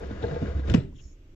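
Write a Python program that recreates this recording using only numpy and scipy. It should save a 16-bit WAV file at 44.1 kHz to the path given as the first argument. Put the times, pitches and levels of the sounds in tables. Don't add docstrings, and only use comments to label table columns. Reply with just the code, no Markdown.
import sys
import numpy as np
from scipy import signal
from scipy.fft import rfft, irfft
from scipy.io import wavfile

SR = 44100
rng = np.random.default_rng(int(sys.argv[2]) if len(sys.argv) > 2 else 0)


def put_to_file(sound):
    columns = np.atleast_2d(sound).T
    safe = np.clip(columns, -1, 1)
    whole_steps = np.round(safe * 32767)
    wavfile.write(sys.argv[1], SR, whole_steps.astype(np.int16))


N = 59535
T = np.arange(N) / SR

# pitch in Hz, relative level in dB, 60 dB decay in seconds.
RUMBLE_MODES = [(106.4, 1, 0.13), (155, -3.5, 0.14), (200, -4.5, 0.15), (267, -1, 0.073), (326, 0, 0.063)]
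# pitch in Hz, relative level in dB, 60 dB decay in seconds.
HOLLOW_MODES = [(410, -9, .07), (460, 0, .075), (492, -2, .07), (590, -14, .05), (672, -7, .08),
                (880, -18, .07)]
# pitch in Hz, relative level in dB, 60 dB decay in seconds.
RASP_MODES = [(810, 0, 0.03), (1218, -10, 0.17), (1462, 2, 0.064), (1618, 4.5, 0.031), (2030, -13, 0.14),
              (2842, -17.5, 0.12), (3840, -10.5, 0.015), (4170, -26, 0.05)]
# start in seconds, level in dB, tilt in dB per octave,
# 60 dB decay in seconds, level of the highest treble in dB.
CRACKS = [(0.68, -47.5, 0.5, 0.033, -91), (0.6983, -34, 3.5, 0.021, -63), (0.7168, -52.5, 8.5, 0.043, -86),
          (0.7393, -16, -5, 0.0078, -68), (0.742, -20.5, -9.5, 0.036, -81.5), (0.7448, -29, 3, 0.028, -67)]
CRACK_RISE_S = .0005
STEP_HZ, STEP_DB = 7900, -55.5


def amp(db):
    return 10 ** (np.asarray(db) / 20)


def unit(x):
    return x / np.sqrt(np.mean(x ** 2) + 1e-20)


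def in_time(rows):
    seconds, *columns = np.transpose(rows)
    return [np.interp(T, seconds, column) for column in columns]


def at_hz(points, hz):
    points = np.array(points)
    return np.interp(np.log(hz), np.log(points[:, 0]), points[:, 1])


def colour(x, points):
    hz = np.maximum(np.fft.rfftfreq(N, 1 / SR), 1)
    below = (points[0][0] / 2, points[0][1] - 40)
    above = (points[-1][0] * 1.1, points[-1][1] - 40)
    return irfft(rfft(x) * amp(at_hz([below] + list(points) + [above], hz)), N)


def ring(clicks, hz, t60):
    radius = amp(-60 / (t60 * SR))
    angle = 2 * np.pi * hz / SR
    poles = [1, -2 * radius * np.cos(angle), radius * radius]
    return signal.lfilter([0, np.sin(angle)], poles, clicks + 1e-18)


def body(clicks, modes):
    return sum((-1) ** k * amp(db) * ring(clicks, hz, t60) for k, (hz, db, t60) in enumerate(modes))


def dying(start, rise, t60):
    t = np.maximum(T - start, 0)
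    return (1 - np.exp(-t / rise)) * amp(-60 * t / t60)


def bump(start, end, fade):
    return np.sin(np.pi / 2 * np.clip(np.minimum(T - start, end - T) / fade + 1, 0, 1)) ** 2


def flicker(rate_hz):
    lowpass = signal.butter(2, rate_hz, fs=SR, output="sos")
    slow = signal.sosfilt(lowpass, rng.standard_normal(N + SR // 4))
    return unit(slow[-N:])


def narrow(hz, width_hz):
    t60 = np.log(1000) / (np.pi * width_hz)
    return unit(ring(ring(rng.standard_normal(N), hz, t60), hz, t60))


def room_tone():
    # frequency in Hz, relative level in dB.
    rumble_shape = [(12, -14), (20, 5), (81, -9), (231, -30.5), (282, -18.5), (370, -20.5), (433, -31),
                    (600, -33.5), (780, -55.5)]
    # frequency in Hz, relative level in dB.
    hiss_shape = [(500, 0), (900, -7), (1500, -7), (3000, -7), (4300, -16), (6500, -14), (7100, -20),
                  (7600, -36)]
    level_db = -47 + 0.5 * bump(-1, 0.98, 0.059)
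    lows = amp(level_db) * unit(colour(rng.standard_normal(N), rumble_shape))
    hiss = [amp(-70) * unit(colour(rng.standard_normal(N), hiss_shape)) for _ in "LR"]
    return lows * amp([[-.5], [.5]]) + np.array(hiss)


def air():
    steady_db, t60_s = -89, 0.07
    # frequency in Hz, relative level in dB.
    shape = [(9000, -45), (11200, -8), (12500, -4), (14000, -9), (15500, -9)]
    flares = sum(amp(treble_db) * dying(s, CRACK_RISE_S, t60_s) for s, *_, treble_db in CRACKS)
    env = amp(steady_db) + flares
    noise = rng.standard_normal((2, N))
    treble = unit(colour(0.35 * noise[0] + noise, shape))
    return env * amp([[-5], [3]]) * treble


def whistle():
    # centre in Hz, width in Hz, left level in dB, right level in dB.
    bands = [(5480, 260, -66, -90), (6700, 520, -80, -62), (6000, 2200, -74, -74)]
    out = 0
    for hz, width_hz, left_db, right_db in bands:
        level_db = 2.2 * flicker(14) + [[left_db], [right_db]]
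        out = out + narrow(hz, width_hz) * amp(level_db)
    return bump(1.02, 1.07, .11) * out


def brushes():
    # peak time in seconds, level in dB before panning, fade on each side in seconds,
    # centre in Hz, width in Hz.
    strokes = [(.93, -69, .02, 1000, 500), (.963, -66, .022, 3300, 1000), (.998, -60, .028, 3100, 1000)]
    puffs = sum(amp(db) * bump(s, s, fade) * narrow(hz, width_hz) for s, db, fade, hz, width_hz in strokes)
    return puffs * amp([[4], [-9]])


def hum():
    # time in seconds, pitch in Hz, RMS level in dB.
    course = [(0.0, 64.5, -45.5), (0.086, 64.96, -33), (0.174, 64.5, -50), (0.19, 66.5, -36),
              (0.227, 72.6, -38.5), (0.296, 72.9, -31.5), (0.316, 74.65, -50), (0.398, 75.1, -32),
              (0.432, 77, -41), (0.448, 72.4, -46), (0.491, 66.3, -28), (0.521, 68.6, -31.5),
              (0.538, 73, -55), (0.551, 76, -26), (0.566, 73.5, -24), (0.602, 64.5, -28.5),
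              (0.644, 68.2, -29), (0.684, 70.8, -28), (0.698, 70.6, -38.5), (0.74, 70.2, -44),
              (0.788, 76, -35), (0.836, 67.2, -49), (0.939, 72.7, -52), (0.95, 72.7, -56.5)]
    hz, db = in_time(course)
    tone = np.sqrt(2) * np.sin(2 * np.pi * np.cumsum(hz) / SR)
    return amp(db) * tone * bump(-1, course[-1][0], .05)


def grains():
    sizes = amp(3.5 * np.minimum(rng.exponential(1, N), 5))
    signs = rng.choice([-1, 1], N)
    return sizes * signs * (rng.random(N) < 2500 / SR)


def scrape():
    # time in seconds, then rumble, hollow ring and rasp in dB, before the trims below.
    course = [(0.0, -51.5, -35.5, -47.5), (0.036, -31.5, -32, -43.5), (0.082, -49.5, -50.5, -47),
              (0.11, -33, -34, -44.5), (0.166, -40.5, -56.5, -46.5), (0.206, -40.5, -66.5, -45),
              (0.24, -34, -18, -42), (0.272, -32, -30.5, -42.5), (0.314, -38.5, -28.5, -42),
              (0.372, -33.5, -27, -43), (0.4, -52.5, -34, -44.5), (0.426, -19, -29, -41.5),
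              (0.458, -38.5, -52, -43), (0.478, -45, -34, -41.5), (0.538, -39, -40.5, -47.5),
              (0.598, -30.5, -40, -45.5), (0.632, -42, -48.5, -51.5), (0.68, -33, -46.5, -41)]
    # frequency in Hz, relative level in dB.
    rasp_shape = [(410, 2), (700, -10), (807, -17), (1010, -10), (1360, -16), (1630, -21), (2140, -21),
                  (3210, -31.5), (3670, -30), (6900, -33.5), (7900, -46.5), (10300, -68), (17500, -120)]
    rumble_db, hollow_db, rasp_db = in_time(course)
    noise = rng.standard_normal(N) + .5 * unit(grains())
    flickering = noise * amp(3.5 * flicker(40))
    rasp = unit(colour(noise, rasp_shape)) + amp(-7.5) * unit(body(flickering, RASP_MODES))
    rumble = unit(body(grains(), RUMBLE_MODES))
    hollow = unit(body(grains(), HOLLOW_MODES))
    out = amp(rumble_db - 3.5) * rumble + amp(hollow_db - 7.5) * hollow + amp(rasp_db) * rasp
    return out * bump(-1, .70, 0.09)


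def bumps():
    # time in seconds, then jolt into rumble, hollow and ring, and tick, in dB before the mix.
    jolts = [(.035, -34.5, -56, -40.5, -67), (.107, -23, -31.5, -52.5, -58),
             (0.225, -34.5, -28, -47.5, -46.5), (.2315, -43, -18, -56, -67),
             (0.241, -30.5, -15.5, -29.5, -60.5), (0.268, -40, -29, -59, -53.5),
             (.283, -47, -30, -48, -59.5), (.312, -36.5, -44.5, -34.5, -72), (.345, -43.5, -30.5, -40, -55),
             (0.36, -40, -19, -38.5, -58.5), (0.419, -34.5, -24, -57.5, -66.5),
             (.459, -26, -41.5, -35.5, -70.5), (0.479, -33.5, -33, -48, -74.5),
             (0.593, -52.5, -56, -44, -58.5), (0.676, -27.5, -33, -62, -58.5),
             (0.6971, -30, -38.5, -34, -52)]
    # frequency in Hz, relative level in dB.
    tick_shape = [(2000, -12), (3000, -7), (3600, 0), (4250, -1), (4600, -18), (8000, -28)]
    low, mid, high, tick = np.zeros((4, N))
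    for s, *levels in jolts:
        for train, level_db in zip((low, mid, high, tick), levels):
            train[int(s * SR)] = amp(level_db)
    tick_decay = amp(-60 * T[:1500] / 0.064)
    tick_env = np.convolve(tick, tick_decay)[:N]
    ticks = tick_env * unit(colour(rng.standard_normal(N), tick_shape))
    ring_hz, _, ring_t60 = RASP_MODES[3]
    wood = 0.49 * (body(low, RUMBLE_MODES) + body(mid, HOLLOW_MODES))
    return wood + ring(high, ring_hz, ring_t60) + ticks


def tail():
    # frequency in Hz, relative level in dB.
    shape = [(35, -39), (60, -26.5), (185, -15.5), (363, -19), (483, -22.5), (910, -37), (1120, -48),
             (1310, -38.5), (3040, -48), (7940, -62.5), (10300, -84.5), (17500, -120)]
    # frequency in Hz, 60 dB decay in seconds.
    decays = [(60, 0.82), (150, 0.47), (400, 0.21), (700, 0.25), (1500, 0.26), (3000, 0.26), (8000, 0.25)]
    # start in seconds, level in dB.
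    starts = [(0.684, -27), (0.702, -24), (0.755, -19)]
    noise = unit(colour(rng.standard_normal(N), shape))
    out = 0
    edges = 50 * 2 ** np.arange(0, 7.6, .5)
    for low, high in zip(edges, edges[1:]):
        t60 = at_hz(decays, np.sqrt(low * high))
        env = sum(amp(db) * dying(s, 0.00067, t60) for s, db in starts)
        env = env * amp(flicker(30))
        band = signal.butter(2, [low, high], "band", fs=SR, output="sos")
        out = out + env * signal.sosfilt(band, noise)
    return out


def thuds():
    # start in seconds, pitch in Hz, peak level in dB, hold in seconds, 60 dB decay in seconds.
    swings = [(0.309, 153.3, -30.5, 0.034, 0.061), (0.6898, 76, -19.5, 0.016, 0.04),
              (0.7058, 76, -19, 0.019, 0.02), (0.7187, 125, -17, .01, 0.027),
              (0.7365, 107.5, -21, 0.014, 0.013), (0.7446, 216, -7, 0.0093, 0.0038),
              (0.423, 95, -31.5, .016, .04), (.760, 130.7, -25.5, 0.0035, 0.037),
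              (0.7772, 131.8, -20.5, 0.015, 0.037), (1.055, 55.8, -39.5, 0.016, 0.054)]
    out = 0
    for s, hz, db, held, t60 in swings:
        t = np.maximum(T - s, 0)
        env = (1 - np.exp(-t / .0007)) * amp(-60 * np.maximum(t - held, 0) / t60)
        out = out - amp(db) * env * np.sin(2 * np.pi * hz * t)
    return out


def cracks():
    # frequency in Hz, relative level in dB.
    crack_shape = [(500, -6.5), (1000, -11.5), (1500, -2), (2300, -0.5), (3300, -3.5), (4200, -13),
                   (6000, -7), (7200, -18), (7900, -20.5)]
    out = 0
    for s, db, tilt_db, t60, _ in CRACKS:
        shape = [(hz, level + tilt_db * np.log2(hz / 2000)) for hz, level in crack_shape]
        noise = unit(colour(rng.standard_normal(N), shape))
        out = out + amp(db) * noise * dying(s, CRACK_RISE_S, t60)
    return out


def noisy_sash():
    return scrape() + cracks() + tail()


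def ports(same, other):
    # frequency in Hz, left minus right in dB.
    balance = [(40, -4.5), (90, 0.4), (180, -5), (350, 6), (700, 3), (1400, 0.5), (2800, 15), (5000, 10.5),
               (7500, -7.5)]
    # frequency in Hz, lead of the left in radians.
    lead = [(40, .15), (90, 0.17), (180, 0.4), (350, 0.71), (700, 1.72), (1400, 1.39), (2800, 1),
            (7500, 1.5)]
    # frequency in Hz, left-right likeness from 0 to 1.
    likeness = [(40, .99), (180, .98), (350, .9), (700, .65), (1400, .45), (2800, .55), (7500, .45)]
    hz = np.maximum(np.fft.rfftfreq(2 * N, 1 / SR), 1)
    alike = np.clip(at_hz(likeness, hz), 0, 1)
    side = np.array([[1], [-1]])
    gain = amp(side * at_hz(balance, hz) / 2) * np.exp(.5j * side * at_hz(lead, hz))
    shared = np.sqrt((1 + alike) / 2) * rfft(same, 2 * N)
    opposed = side * np.sqrt((1 - alike) / 2) * rfft(other, 2 * N)
    return irfft(gain * (shared + opposed), 2 * N)[:, :N]


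def scene():
    sash = ports(hum() + thuds() + bumps() + noisy_sash(), noisy_sash())
    return sash + room_tone() + brushes() + whistle() + air() / amp(STEP_DB)


def record(dry):
    hz = np.fft.rfftfreq(2 * N, 1 / SR)
    faded = dry * bump(-1, T[-1] - .004, .004)
    step = np.where(hz > STEP_HZ, amp(STEP_DB), 1)
    stepped = irfft(rfft(faded, 2 * N) * step)[:, :N]
    top_cut = signal.cheby2(12, 70, 15600, fs=SR, output="sos")
    return signal.sosfilt(top_cut, stepped)


dry = scene()
out = record(dry)
put_to_file(out)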